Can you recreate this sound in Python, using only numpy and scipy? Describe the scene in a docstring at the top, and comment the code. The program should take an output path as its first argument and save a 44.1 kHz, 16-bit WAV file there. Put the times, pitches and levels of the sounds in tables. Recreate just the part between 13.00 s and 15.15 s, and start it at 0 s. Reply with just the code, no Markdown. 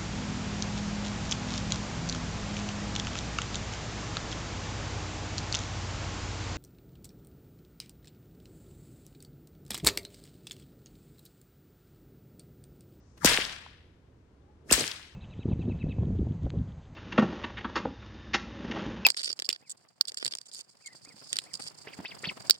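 """Two sharp whip cracks ring out on a dirt road, with short swishes and low falling blips around them.
A grainy wash and distinct echoes answer from fences and trees, over a low outdoor rumble.
Snaps, swishes, puffs and ticks are coloured noise under short envelopes; blips are falling sines.
The wash is noise grains that fade faster in the treble; the echoes are band-filtered clicks."""
import sys
import numpy as np
from scipy import signal
from scipy.fft import rfft, irfft
from scipy.io import wavfile
from scipy.ndimage import map_coordinates

SR = 44100
rng = np.random.default_rng(int(sys.argv[2]) if len(sys.argv) > 2 else 0)


def pcm_store(signal):
    """Save signal as 16-bit PCM."""
    levels = np.round(np.clip(np.atleast_2d(signal), -1, 1) * 32767)
    wavfile.write(sys.argv[1], SR, levels.astype(np.int16).T)


N = 94815
TIME = np.arange(N) / SR  # seconds
BINS = np.maximum(np.fft.rfftfreq(N, 1 / SR), 1)  # Hz, kept above zero for the logarithms
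# the two cracks, each starting a wash: t/s, wash level/dB, wash tilt/(dB per octave)
CRACK_TIMES = [(0.2462, -20.5, 0), (1.7121, -25, 2)]


def from_db(db):
    """Turn decibels into a gain."""
    return 10 ** (np.asarray(db) / 20)


def rms_one(x):
    """Scale to an average strength (rms) of 1."""
    return x / np.sqrt(np.mean(x ** 2) + 1e-20)


def over_hz(table, axis=1):
    """Join one column of a table by straight lines over log frequency."""
    table = np.array(table)
    return np.interp(np.log(BINS), np.log(table[:, 0]), table[:, axis])


def panned(pan_db):
    """Left and right gains; positive pan is louder on the left."""
    return from_db(np.array([[.5], [-.5]]) * pan_db)


def hump(hz, octaves):
    """A bell-shaped frequency band, as gains."""
    return np.exp(-.5 * (np.log2(BINS / hz) / octaves) ** 2)


def spread(pair, gains):
    """Colour two unrelated noises, then add and subtract them to set how alike left and right are."""
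    # the stereo picture: f/Hz, left-right likeness (1 = same), left minus right/dB
    stereo_picture = [(61.6, 0.99, -0.5), (203, 0.93, 1), (450, 0.92, -6), (770, 0.035, 3), (1070, 0.36, 7),
                      (2600, 0.02, 3.5), (4417, 0.056, 6), (6443, 0.21, 10), (8300, .2, 0),
                      (15070, 0, -0.5)]
    alike = np.clip(over_hz(stereo_picture), -.995, .995)
    mid, side = rfft(pair) * gains
    both = np.sqrt(1 + alike) * mid + np.sqrt(1 - alike) * side * [[1], [-1]]
    balance = panned(over_hz(stereo_picture, axis=2))
    return irfft(both * balance, N) / np.sqrt(2)


def noise(gains):
    """Steady stereo noise of a given colour, rms 1."""
    return rms_one(spread(rng.standard_normal((2, N)), gains))


def swell(s, rise, fall, hold=0):
    """Exponential rise up to time s, a hold, then an exponential fall."""
    before = np.minimum(TIME - s, 0)
    after = np.maximum(TIME - s - hold, 0)
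    return np.exp(before / rise - after / fall)


def flutter(per_s):
    """Random ups and downs: per_s new values each second, joined by straight lines."""
    return np.interp(TIME * per_s, np.arange(N), rng.standard_normal(N))


def burst(s, db, rise, fall, hz, width, pan=0):
    """A short swell of noise in one frequency band."""
    return from_db(db) * panned(pan) * swell(s, rise, fall) * noise(hump(hz, width))


def rumble():
    """The outdoor background: steady noise, strongest in the bass."""
    # background colour, relative: f/Hz, level/dB
    rumble_colour = [(20, -17.5), (35, -15), (69, 0.5), (110, -6), (200, -13), (420, -16), (700, -26),
                     (1500, -32), (4000, -42), (9000, -51.5), (11000, -63.5), (16000, -64.5)]
    level_db = -58
    return from_db(level_db) * noise(from_db(over_hz(rumble_colour)))


def wash(s, db, tilt_db):
    """Countless small reflections from ground, fences and leaves; the treble fades fastest."""
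    # colour and fading of the wash: f/Hz, relative level/dB, extra loss/(dB per s)
    wash_colour = [(59.73, -5, 0), (159.2, -6.5, 9.5), (386, -6.5, 15.5), (545, -6, 14.5), (662.7, -5, 12),
                   (1280, -3, 11), (1660, 0, 7), (3280, 0.64, 11.5), (5370, -4.5, 22.5), (6350, -8.5, 32),
                   (8240, -4.5, 46.5), (12310, -14, 61.5), (14200, -23, 75), (15940, -16.5, 70)]
    # thinning out with travel time: delay/s, level/dB
    wash_decay = [(0, -21.5), (.016, -2.5), (.045, -0.5), (.095, -4.5), (.135, -7.5), (.195, -11.5),
                  (.24, -15.5), (.36, -23), (.7, -45.5), (1.5, -100)]
    grain_db = 3.5  # random spread of the grain levels
    crackles_per_s, crackle_db = 410, -11.5
    flicker_db, flickers_per_s = 0.55, 250  # level changes shared by all bands
    clump_db, clumps_per_s = 1.85, 120  # uneven bunching, different in each band

    age = np.maximum(TIME - s, 0)
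    grain_gains = from_db(grain_db * rng.standard_normal((2, N)))
    grains = rms_one(rng.standard_normal((2, N)) * grain_gains)
    # sparse stronger reflections of random sign
    crackle_hits = rng.random((2, N)) < crackles_per_s / SR
    crackle = rms_one(crackle_hits * rng.choice([-1, 1], (2, N)))
    fade_db = np.interp(age, *np.transpose(wash_decay))
    level_db = db + fade_db + flicker_db * flutter(flickers_per_s)
    grains = rms_one(grains + from_db(crackle_db) * crackle)
    grains = grains * (TIME > s) * from_db(level_db)

    tilt = tilt_db * np.log2(BINS / 3000)
    colour = rms_one(from_db(over_hz(wash_colour) + tilt))
    centres, _, losses = np.transpose(wash_colour)
    out = 0
    # each row of the identity matrix makes one overlapping triangular band
    for loss, band in zip(losses, np.eye(len(centres))):
        band_db = clump_db * flutter(clumps_per_s) - loss * age
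        band_gains = over_hz(np.c_[centres, band])
        out = out + spread(grains * from_db(band_db), colour * band_gains)
    return out


def bunches():
    """Hedges and trees return bunches of reflections, made as short bursts of band noise."""
    # t/s, level/dB, rise/s, fall/s, centre f/Hz, width/octaves, pan/dB
    bunch_list = [(0.274, -19, 0.0083, 0.0039, 1900, 0.92, 0), (0.334, -24.5, .003, 0.0034, 3900, 0.33, 0),
                  (0.344, -25, 0.0023, 0.0023, 3970, .5, 5), (0.403, -31.5, 0.0026, 0.0033, 2000, 0.26, 8),
                  (0.42, -25, 0.0033, 0.0056, 2820, 0.42, -1), (.442, -34, 0.0016, 0.0027, 3580, 0.3, 5),
                  (0.526, -39.5, 0.0034, 0.0068, 2900, 0.83, -1),
                  (0.588, -51, 0.0024, 0.0026, 4950, 0.62, -4),
                  (0.619, -54, 0.0016, 0.0034, 2200, 0.71, -2), (1.738, -20, 0.0017, .003, 2000, 0.99, 4),
                  (1.795, -27, 0.0031, 0.0045, 6400, 0.31, -2),
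                  (1.8093, -29.5, 0.0018, 0.0046, 4370, 0.23, 9.5),
                  (1.808, -26.5, 0.0022, 0.0024, 8200, 0.11, -3),
                  (1.868, -32, 0.0022, 0.0023, 4500, 0.81, 1),
                  (1.879, -28.5, 0.0009, 0.0022, 5460, 0.48, -2),
                  (1.962, -45.5, 0.0024, 0.0079, 3570, .6, 5)]
    return sum(burst(*row) for row in bunch_list)


def echoes():
    """Walls and posts return each shock as single clicks, narrowed in pitch by the surface."""
    # delay/s, level after crack 1/dB, level after crack 2/dB, low f/Hz, high f/Hz, pan/dB
    # (levels are those of the clicks before the band filter)
    echo_list = [(.029, 7, -2, 1200, 3200, 1.5), (.043, -1, -8, 3010, 7500, 9.5),
                 (.0887, -4, -26, 2000, 6460, 0.5), (0.1284, 12.5, 2.5, 1415, 3200, 6.5),
                 (.1552, -6, -16, 1500, 5500, 7.5), (0.166, -8.5, -6, 2200, 6500, 13),
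                 (.2025, -6, -4.5, 2780, 5800, 8), (.2027, -25, -25, 7000, 14000, -0.5),
                 (0.2057, -5.5, -9.5, 2620, 5300, 19), (.2503, -14, -33, 1810, 5400, 14),
                 (0.317, -19, -26, 2230, 5400, 18)]
    out = 0
    for delay, *levels_db, low_hz, high_hz, pan in echo_list:
        clicks = 0
        for crack, db in zip(CRACK_TIMES, levels_db):
            clicks = clicks + from_db(db) * signal.unit_impulse(N, int((crack[0] + delay) * SR))
        band = signal.butter(3, [low_hz, high_hz], "band", fs=SR, output="sos")
        # the tiny offset keeps the filter away from extremely small numbers
        out = out + panned(pan) * signal.sosfilt(band, clicks + 1e-18)
    return out


def puffs():
    """Low puffs and soft thumps, made from band noise."""
    # t/s, level/dB, rise/s, fall/s, centre f/Hz, width/octaves
    puff_list = [(0.256, -37, 0.017, 0.0095, 150.3, 0.63), (0.268, -38.5, 0.0086, 0.012, 72.5, 0.36),
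                 (0.799, -51.5, 0.019, 0.012, 75, 0.17), (1.719, -38, 0.01, 0.017, 168.5, 1),
                 (1.733, -32.5, 0.0076, 0.018, 58, 0.12), (1.812, -35.5, 0.054, 0.035, 247, 1)]
    return sum(burst(*row) for row in puff_list)


def ticks():
    """Faint brief ticks and knocks of band noise."""
    # t/s, level/dB, rise/s, fall/s, centre f/Hz, width/octaves
    tick_list = [(0.179, -53.5, 0.0048, 0.0073, 610, 2.17), (0.6639, -43, 0.00085, 0.0019, 960, 0.35),
                 (1.421, -73, 0.0017, 0.0055, 3610, 0.2), (1.997, -55, 0.0016, 0.0033, 950, 0.49)]
    return sum(burst(*row) for row in tick_list)


def swish(s, db, rise, fall, hz, width, glide, pan):
    """A swell of band noise read at a changing speed, so that its pitch can glide."""
    # the glide stays within one octave of the centre pitch, which is reached at time s
    speed = 2 ** np.clip(glide * (TIME - s), -1, 1)
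    place = np.cumsum(speed) % N
    gliding = [map_coordinates(side, [place], mode="wrap") for side in noise(hump(hz, width))]
    return from_db(db) * panned(pan) * swell(s, rise, fall) * np.array(gliding)


def swishes():
    """Bands of noise, some gliding in pitch: short swells around the cracks and a long faint hiss."""
    # t/s, level/dB, rise/s, fall/s, centre f/Hz, width/octaves, glide/(octaves per s), pan/dB
    swish_list = [(0.099, -75.5, 0.22, 0.38, 5700, 0.37, 1, 0.5),
                  (0.22, -44, 0.0054, 0.016, 1340, 0.33, -20.5, 2.5),
                  (0.236, -46, 0.005, .004, 1797, 0.3, 7.5, 14.5),
                  (0.238, -41, 0.006, .007, 948, 0.3, -7.5, 8),
                  (0.2459, -44, 0.016, 0.0033, 5830, 0.89, 0, 3.5),
                  (1.49, -69, 0.044, .06, 821, 0.057, 0, 2),
                  (1.697, -39.5, 0.0031, 0.0078, 1790, 0.28, 6.5, -8.5),
                  (1.706, -27.5, 0.0018, 0.0085, 2730, 0.15, 35, 3),
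                  (1.711, -41.5, 0.008, 0.0015, 1010, 0.97, -1, 7.5),
                  (1.71, -42, 0.012, 0.0028, 6110, 0.71, 0, 0),
                  (1.7172, -26, 0.0007, 0.002, 1690, 0.24, 1.5, 10)]
    return sum(swish(*row) for row in swish_list)


def blips():
    """Low blips, sines that sweep quickly down in pitch, with a slightly hollow ring."""
    # low falling blips, some close to the cracks, others later (levels before the ring is added):
    # t/s, level/dB, start f/Hz, length/s, pan before the pitch-dependent part/dB
    blip_list = [(0.245, -12, 1665, 0.012, -4), (0.3126, -23, 1586, 0.0085, -8),
                 (0.3829, -24, 1730, .0095, -5.5), (1.711, -18.5, 1775, 0.012, -5),
                 (1.777, -23.5, 1460, 0.008, -8), (1.793, -28.5, 1420, 0.008, -5),
                 (1.8045, -30, 1180, 0.0048, -4), (1.809, -23.5, 1183, 0.0062, -4)]
    end_hz, fall_s, rise_s = 195, .0022, 0.0044
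    pan_db_per_hz = 0.0189  # the high start lies further left
    ring_hz, ring_width_hz, ring_gain = 505, 74, 1
    out = 0
    for s, db, start_hz, length, pan in blip_list:
        age = np.clip(TIME - s, 0, length)
        hz = end_hz + (start_hz - end_hz) * np.exp(-age / fall_s)
        envelope = (1 - np.exp(-age / rise_s)) * np.cos(.5 * np.pi * (age / length) ** 2)
        wave = np.sin(2 * np.pi * np.cumsum(hz * (age > 0)) / SR)
        out = out + from_db(db) * panned(pan + pan_db_per_hz * hz) * envelope * wave
    ring = signal.iirpeak(ring_hz, ring_hz / ring_width_hz, fs=SR)
    return out + ring_gain * signal.lfilter(*ring, out)


def snaps():
    """The whip tip and its nearest reflections: very short broad noise with a treble sizzle."""
    # t/s, level/dB, hold/s, decay/s, sizzle against body/dB, pan/dB
    snap_list = [(0.2465, -13.5, 0.0013, 0.00088, -11, -2.5), (0.2484, -23, .003, 0.0068, -11, 8),
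                 (0.2573, -13, 0.00088, .0006, -1.5, -3.5), (0.2592, -14, 0.0019, 0.003, -7.5, 0.5),
                 (1.7109, -23, 0.003, 0.0041, -12.5, -4), (1.7232, -12.5, 0.00051, 0.0015, -5.5, -5.5),
                 (1.7259, -29, 0.0032, 0.015, 1.5, 20), (1.7269, -14.5, 0.0014, 0.00073, 7.5, -5.5),
                 (1.731, -22, 0.00142, 0.0018, -5.5, 5), (1.7384, -23.5, 0.00044, 0.0025, -15, 1)]
    # colour of the body, relative: f/Hz, level/dB
    snap_colour = [(200, -9.5), (700, -4.5), (1500, -3.5), (3000, -4), (5000, 2.5), (8000, -1),
                   (10000, -11.5), (12000, -2), (15500, -15)]
    rise_s = 0.00025
    sizzle_hz, sizzle_octaves = 8200, .13
    body = noise(from_db(over_hz(snap_colour)))
    sizzle = noise(hump(sizzle_hz, sizzle_octaves))
    out = 0
    for s, db, hold, decay, sizzle_db, pan in snap_list:
        # a random shift gives each snap its own stretch of noise
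        grain = np.roll(body + from_db(sizzle_db) * sizzle, rng.integers(N), axis=1)
        out = out + from_db(db) * panned(pan) * swell(s, rise_s, decay, hold) * grain
    return out


def scene():
    """Add the background, the answer of the road, the small sounds and the whip snaps."""
    road = sum(wash(*crack) for crack in CRACK_TIMES) + bunches() + echoes()
    small_sounds = puffs() + ticks() + swishes() + blips()
    return rumble() + road + small_sounds + snaps()


def record(dry):
    """Round off the loudest peaks, then cut the top of the treble."""
    overload, cutoff_hz = .86, 15900  # overload: the ceiling that peaks bend towards
    rounded = overload * np.tanh(dry / overload)
    top = signal.ellip(10, .2, 80, cutoff_hz, fs=SR, output="sos")
    return signal.sosfilt(top, rounded)


dry = scene()
out = record(dry)
pcm_store(out)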